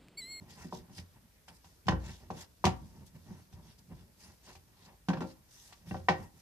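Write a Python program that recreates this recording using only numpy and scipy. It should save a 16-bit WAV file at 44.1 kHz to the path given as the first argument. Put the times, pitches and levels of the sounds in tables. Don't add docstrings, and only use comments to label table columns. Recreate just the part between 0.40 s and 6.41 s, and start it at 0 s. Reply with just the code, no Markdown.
import sys
import numpy as np
from scipy import signal
from scipy.io import wavfile

SR = 44100
rng = np.random.default_rng(int(sys.argv[2]) if len(sys.argv) > 2 else 0)


def log_audio(samples):
    frames = np.atleast_2d(samples).T
    limited = np.clip(frames, -1, 1)
    pcm = np.round(limited * 32767).astype(np.int16)
    wavfile.write(sys.argv[1], SR, pcm)


def nominal_scale(level):
    x = np.asarray(level, float) / 20
    return 10 ** x


N = 265041

# start_s, clack_db (near 900 Hz), boom_db (near 90 Hz),
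# thud_db (near 190 Hz), snap_db (near 2 kHz), crack_db (above 3 kHz)
KNOCKS = [(.245, -49.5, -71, -34.5, -79, -72), (.325, -34, -68, -38.5, -65, -66),
          (.495, -57, -62, -53, -77, -77), (.58, -51.5, -55, -49.5, -53.5, -54),
          (1.081, -49.5, -80, -67, -54, -61), (1.244, -54.5, -69, -78, -70, -66),
          (1.457, -63, -42, -43.5, -75, -70), (1.468, -50, -63, -48, -56, -52),
          (1.483, -16.5, -35.5, -30.5, -27, -35.5), (1.521, -23, -37.5, -28, -46, -70),
          (1.903, -27, -52.5, -40, -59, -55.5), (2.241, -15.5, -38.5, -27, -38.5, -41.5),
          (2.252, -36, -36.5, -32.5, -38, -32.5), (2.266, -20, -37, -27.5, -35, -54),
          (2.905, -56, -62.5, -47, -71, -74), (3.127, -58, -52.5, -63.5, -70, -71.5),
          (4.152, -47.5, -64, -62, -66, -61), (4.685, -29, -48, -24, -38.5, -43),
          (4.702, -24.5, -66.5, -60, -49, -70), (4.732, -30, -53, -34, -39.5, -50),
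          (4.771, -35.5, -62, -37, -51, -59), (4.806, -32.5, -65, -32.5, -53.5, -52),
          (4.819, -30.5, -59, -34.5, -54, -65), (4.84, -37.5, -94, -38, -72, -73),
          (5.324, -44.5, -75, -88, -56.5, -56.5), (5.51, -39, -47.5, -36, -45.5, -62),
          (5.544, -27.5, -52, -43, -51.5, -65), (5.565, -50, -63, -42, -62, -63),
          (5.602, -54, -52, -58, -78, -87), (5.685, -14, -43, -31, -21.5, -35.5),
          (5.689, -17.5, -61, -43, -30.5, -48.5), (5.695, -18.5, -55, -29.5, -35.5, -45)]
# strongest_s, swell_s, fade_s, body_db, airy_top_db (above 6 kHz)
SCUFF_STROKES = [(.105, 0.02, 0.1, -59, -60.5), (.22, 0.054, 0.072, -57.5, -61.5),
                 (.35, 0.038, 0.057, -55.5, -57.5), (.59, 0.064, 0.035, -55.5, -57.5),
                 (.74, 0.029, 0.042, -77, -80), (1.085, 0.0079, 0.025, -57.5, -59.5),
                 (1.17, 0.1, 0.017, -74, -63.5), (1.25, 0.018, 0.16, -73.5, -67),
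                 (1.69, 0.078, 0.12, -55, -59), (2.015, 0.082, 0.042, -54, -57.5),
                 (2.5, 0.3, 0.19, -73.5, -70.5), (2.67, 0.014, 0.031, -64.5, -58.5),
                 (2.76, 0.022, 0.019, -71, -71), (2.98, 0.27, 0.092, -71.5, -71.5),
                 (3.13, 0.011, .04, -65, -70), (3.32, 0.11, .04, -65.5, -70),
                 (3.39, 0.0095, 0.017, -69.5, -64), (3.6, 0.14, 0.066, -70.5, -76),
                 (3.83, 0.067, 0.13, -62.5, -61.5), (4.09, 0.062, 0.09, -58.5, -63),
                 (4.46, 0.11, 0.041, -64, -72), (4.91, 0.079, 0.028, -64, -63),
                 (5.14, 0.058, 0.27, -65.5, -62), (5.27, 0.16, 0.08, -66.5, -60),
                 (5.49, 0.036, 0.16, -61.5, -61), (5.83, 0.2, 0.062, -68, -63),
                 (5.99, 0.078, .05, -72.5, -65.5)]
IDLE_SCUFF_DB = -85


def rms_one(x):
    return x / np.sqrt(np.mean(x ** 2) + 1e-20)


def at_hz(points, hz):
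    points_hz, points_db = np.transpose(points)
    return np.interp(np.log(hz), np.log(points_hz), points_db)


def drift(rate_hz):
    step = 40
    r = np.exp(-2 * np.pi * rate_hz * step / SR)
    noise = rng.standard_normal(N // step + 2002)
    slow = signal.lfilter([1], [1, -2 * r, r * r], noise)[2000:]
    return np.interp(np.arange(N) / step, np.arange(len(slow)), rms_one(slow))


def ring(drive, hz, t60_s):
    r = nominal_scale(-60 / (t60_s * SR))
    w = 2 * np.pi * hz / SR
    return signal.lfilter([0, np.sin(w)], [1, -2 * r * np.cos(w), r * r], drive + 1e-18)


def fade(clicks, t60_s):
    return signal.lfilter([1], [1, -nominal_scale(-60 / (t60_s * SR))], clicks + 1e-18)


def clicks_at(start_s, heights):
    clicks = np.zeros(N)
    clicks[(np.array(start_s) * SR).astype(int)] = heights
    return clicks


def split_at_6k(noise, kind):
    return signal.sosfilt(signal.butter(4, 6000, kind, fs=SR, output="sos"), noise)


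def strokes(rows, column, idle_db):
    edge_db = 14
    roundness = 1.54
    t = np.arange(0, N / SR + .002, .002)
    power = nominal_scale(2 * idle_db)
    for row in rows:
        strongest_s, swell_s, fade_s = row[:3]
        away = np.where(t < strongest_s, (strongest_s - t) / swell_s, (t - strongest_s) / fade_s)
        power = power + nominal_scale(2 * (row[column] - edge_db * away ** roundness))
    return np.interp(np.arange(N) / SR, t, 10 * np.log10(power))


def banded_noise(spectrum, patchy_db, grain_db):
    # pitch_hz, likeness (1 = same, 0 = unrelated)
    likeness = [(60, 0.95), (250, 0.56), (1000, 0.0058), (3000, 0.073), (10000, 0)]
    edges = np.geomspace(max(spectrum[0][0], 30), 15500, 15)
    white = rng.standard_normal((2, 2, N)) * nominal_scale(grain_db * drift(100))
    out = 0
    for k, (low, high) in enumerate(zip(edges, edges[1:])):
        band = signal.butter(2, [low, high], "band", fs=SR, output="sos")
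        mid, side = signal.sosfilt(band, white[k % 2])
        hz = np.sqrt(low * high)
        alike = np.clip(at_hz(likeness, hz), -1, 1)
        gain = nominal_scale(at_hz(spectrum, hz) + patchy_db * drift(10.0))
        out = out + gain * (np.sqrt(1 + alike) * mid + np.sqrt(1 - alike) * side * [[1], [-1]])
    return rms_one(out)


def room_hush():
    # (per Hz, relative)
    hush_spectrum = [(15, -43.5), (25, 4.5), (70, 1), (123, -7), (179, -8.5), (356, -14.5), (692, -17),
                     (977, -24), (1240, -21), (1850, -22.5), (3060, -25), (5350, -23), (8630, -34.5),
                     (13200, -30.5), (14300, -28)]
    return nominal_scale(-65) * banded_noise(hush_spectrum, patchy_db=1.76, grain_db=-0.8)


def kitchen(x):
    t60_s, wall_cut_hz = 0.32, 5700
    dull = np.exp(-2 * np.pi * wall_cut_hz / SR)
    x = signal.sosfilt(signal.butter(1, 250, "high", fs=SR, output="sos"), x)
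    out = np.zeros((2, N))
    for k, lag in enumerate((np.geomspace(.009, .031, 16) * SR).astype(int)):
        loop, state = x.copy(), [0.]
        gain = nominal_scale(-60 * lag / SR / t60_s)
        for i in range(lag, N, lag):
            back, state = signal.lfilter([gain * (1 - dull)], [1, -dull], loop[i - lag:i], zi=state)
            loop[i:i + lag] += back[:N - i]
        out[k % 2] += (loop - x) * (-1) ** (k // 2)
    return out


def scuffs(body_db):
    # (per Hz, relative)
    scuff_spectrum = [(1350, -53.5), (2300, -19), (2600, -3.5), (3000, -8.5), (3240, -4.5), (3720, -4.5),
                      (3800, -6.5), (5200, -2), (7720, -10), (10000, -10), (14200, -16)]
    noise = banded_noise(scuff_spectrum, patchy_db=2.5, grain_db=2.0)
    top_db = strokes(SCUFF_STROKES, column=4, idle_db=IDLE_SCUFF_DB)
    body = nominal_scale(body_db) * split_at_6k(noise, "low")
    airy_top = nominal_scale(top_db) * split_at_6k(noise, "high")
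    return nominal_scale(0.5) * (body + airy_top)


def cracks():
    # (per Hz, relative)
    crack_spectrum = [(1350, -22.5), (2300, -2), (3270, -3), (3740, -6), (5560, -7), (7100, -11.5),
                      (7900, -18), (10600, -15.5), (12700, -23.5), (14200, -39.5)]
    start_s, *_, snap_db, crack_db = np.transpose(KNOCKS)
    noise = banded_noise(crack_spectrum, patchy_db=1.0, grain_db=1.5)
    top_db = crack_db + 1.65 * np.minimum(crack_db - snap_db, -1.5)
    out = 0
    for kind, level_db in (("low", crack_db), ("high", top_db)):
        clicks = clicks_at(start_s, nominal_scale(level_db))
        puff = nominal_scale(6.0) * fade(clicks, 0.044) - 2.1 * fade(clicks, 0.017)
        rattle = nominal_scale(-4.0) * fade(clicks, 0.17)
        out = out + (puff + rattle) * split_at_6k(noise, kind)
    return out


def rolling_level(hz, rumble_db, rub_db, scuff_db):
    if hz < 290:
        return rumble_db - 11.5
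    if hz < 650:
        return 0.45 * rumble_db + 0.56 * rub_db - 4.0
    if hz < 1300:
        return rub_db - 8.0
    return 0.5 * (rub_db + scuff_db) - 7.0


def board(rumble_db, rub_db, scuff_db):
    # pitch_hz, level_db (within its register), t60_s, left_over_right_db
    modes = [(61, -6, 0.6, 1.5), (87.8, 4.5, 0.37, -4), (123.6, -1.5, 0.26, 11.5), (158.7, 3, 0.18, -6),
             (185.6, 9, 0.081, -2), (241.5, -16.5, 0.16, 0), (266.9, -10.5, 0.17, 1.5),
             (321.4, -20.5, 0.31, 0), (367.4, -8.5, 0.14, 7), (460, -19, 0.18, -6), (527, -21.5, 0.28, 10),
             (606.4, -12.5, 0.11, 1.5), (689, -15, 0.041, -5.5), (759.4, -10.5, .1, -4),
             (784.8, -11.5, 0.087, 8), (846, -3.5, 0.029, 0.5), (879, -13, 0.059, -7),
             (921.6, -10.5, 0.045, -1), (966.3, -4, 0.038, 4.5), (1026.5, -9.5, 0.045, -3.5),
             (1076, -24, 0.11, 0.5), (1148, -17, 0.1, 12), (1376, -9.5, 0.066, -1), (1530, -10.5, 0.075, 1),
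             (1653, -10, 0.077, -2.5), (1785, -9, 0.092, 1.5), (1884, -4, 0.092, -0.5),
             (2054, -8.5, 0.046, -0.5), (2259, -8, 0.055, -0.5), (2728, -5, 0.027, 4)]
    register_hz = [115, 200, 900, 2000]
    chatter_db, chatter_t60_s, chatter_per_s = -18.5, 0.16, 470
    start_s, clack_db, boom_db, thud_db, snap_db, _ = np.transpose(KNOCKS)
    registers = np.transpose([boom_db, thud_db, clack_db, snap_db])
    spot = rng.standard_normal((len(start_s), len(modes)))
    lumps = nominal_scale(3.7 * drift(11.0))
    chatter = (rng.random(N) < chatter_per_s / SR) * nominal_scale(chatter_db)
    out = np.zeros((2, N))
    for k, (hz, level_db, t60_s, pan_db) in enumerate(modes):
        blow_db = [np.interp(np.log(hz), np.log(register_hz), row) for row in registers]
        sign = 1 if 500 < hz < 1300 else (-1) ** k
        clicks = clicks_at(start_s, nominal_scale(blow_db + 3.95 * spot[:, k]) * sign)
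        clicks = clicks + chatter * rng.standard_normal(N) * fade(np.abs(clicks), chatter_t60_s)
        knock = ring(clicks, hz, t60_s) - ring(clicks, hz, min(6.33 / hz, .025))
        friction = ring(lumps * rng.standard_normal(N), hz, 0.49 * t60_s)
        rolling = nominal_scale(rolling_level(hz, rumble_db, rub_db, scuff_db)) * rms_one(friction)
        out += nominal_scale(level_db + pan_db * np.array([[.5], [-.5]])) * (knock + rolling)
    return out


def scene():
    # strongest_s, swell_s, fade_s, rumble_db, rub_db
    pushes = [(.02, 0.12, 0.053, -50.5, -64), (.11, 0.044, 0.089, -57.5, -64),
              (.225, 0.19, 0.034, -57.5, -54.5), (.39, 0.15, 0.076, -51.5, -64.5),
              (.59, 0.16, 0.076, -52.5, -60.5), (.76, .06, 0.034, -68, -67),
              (1.1, 0.017, 0.065, -60.5, -60), (1.25, 0.038, 0.088, -66, -67),
              (1.66, 0.14, 0.078, -50.5, -56), (1.76, .06, 0.14, -52.5, -58),
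              (1.97, 0.12, 0.036, -50.5, -77), (2.01, 0.048, 0.036, -54, -47),
              (2.45, 0.21, 0.058, -47, -72), (2.54, 0.08, 0.13, -50.5, -59.5),
              (2.66, 0.066, 0.08, -60.5, -82), (2.76, 0.022, 0.037, -58, -68.5),
              (2.91, 0.11, 0.1, -49, -57.5), (3.14, .03, 0.036, -57.5, -65.5),
              (3.25, 0.13, 0.07, -51.5, -59), (3.39, .03, .05, -63, -70.5), (3.53, 0.082, 0.12, -50.5, -63),
              (3.84, 0.13, 0.22, -62, -65), (4.1, 0.081, 0.079, -57, -52.5), (4.46, 0.17, 0.089, -65, -59),
              (4.9, .05, 0.085, -57.5, -56), (5.33, 0.18, .03, -78, -63.5), (5.47, 0.023, .12, -55.5, -65),
              (5.62, 0.067, 0.061, -48, -62), (5.82, 0.15, 0.069, -49, -55.5),
              (5.95, 0.013, 0.059, -65, -69.5)]
    rumble_db = strokes(pushes, column=3, idle_db=-72.5)
    rub_db = strokes(pushes, column=4, idle_db=-78.5)
    scuff_db = strokes(SCUFF_STROKES, column=3, idle_db=IDLE_SCUFF_DB)
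    near = board(rumble_db, rub_db, scuff_db) + cracks()
    left_lag_s = 0.00012
    near[0] = np.interp(np.arange(N) - left_lag_s * SR, np.arange(N), near[0])
    echo = nominal_scale(-18) * kitchen(near.mean(axis=0))
    return near + echo + scuffs(scuff_db) + room_hush()


def roll_off(x):
    return signal.sosfilt(signal.butter(12, 14770, fs=SR, output="sos"), x)


def record(dry):
    hiss = signal.lfilter([.6, -.6], [1], rng.standard_normal(dry.shape))
    mix = dry + nominal_scale(-67.5) * hiss
    mix = signal.sosfilt(signal.butter(5, 46, "high", fs=SR, output="sos"), mix)
    mix = signal.sosfilt(signal.cheby2(20, 60, 14650, fs=SR, output="sos"), mix)
    return roll_off(mix)


dry = scene()
out = record(dry)
log_audio(out)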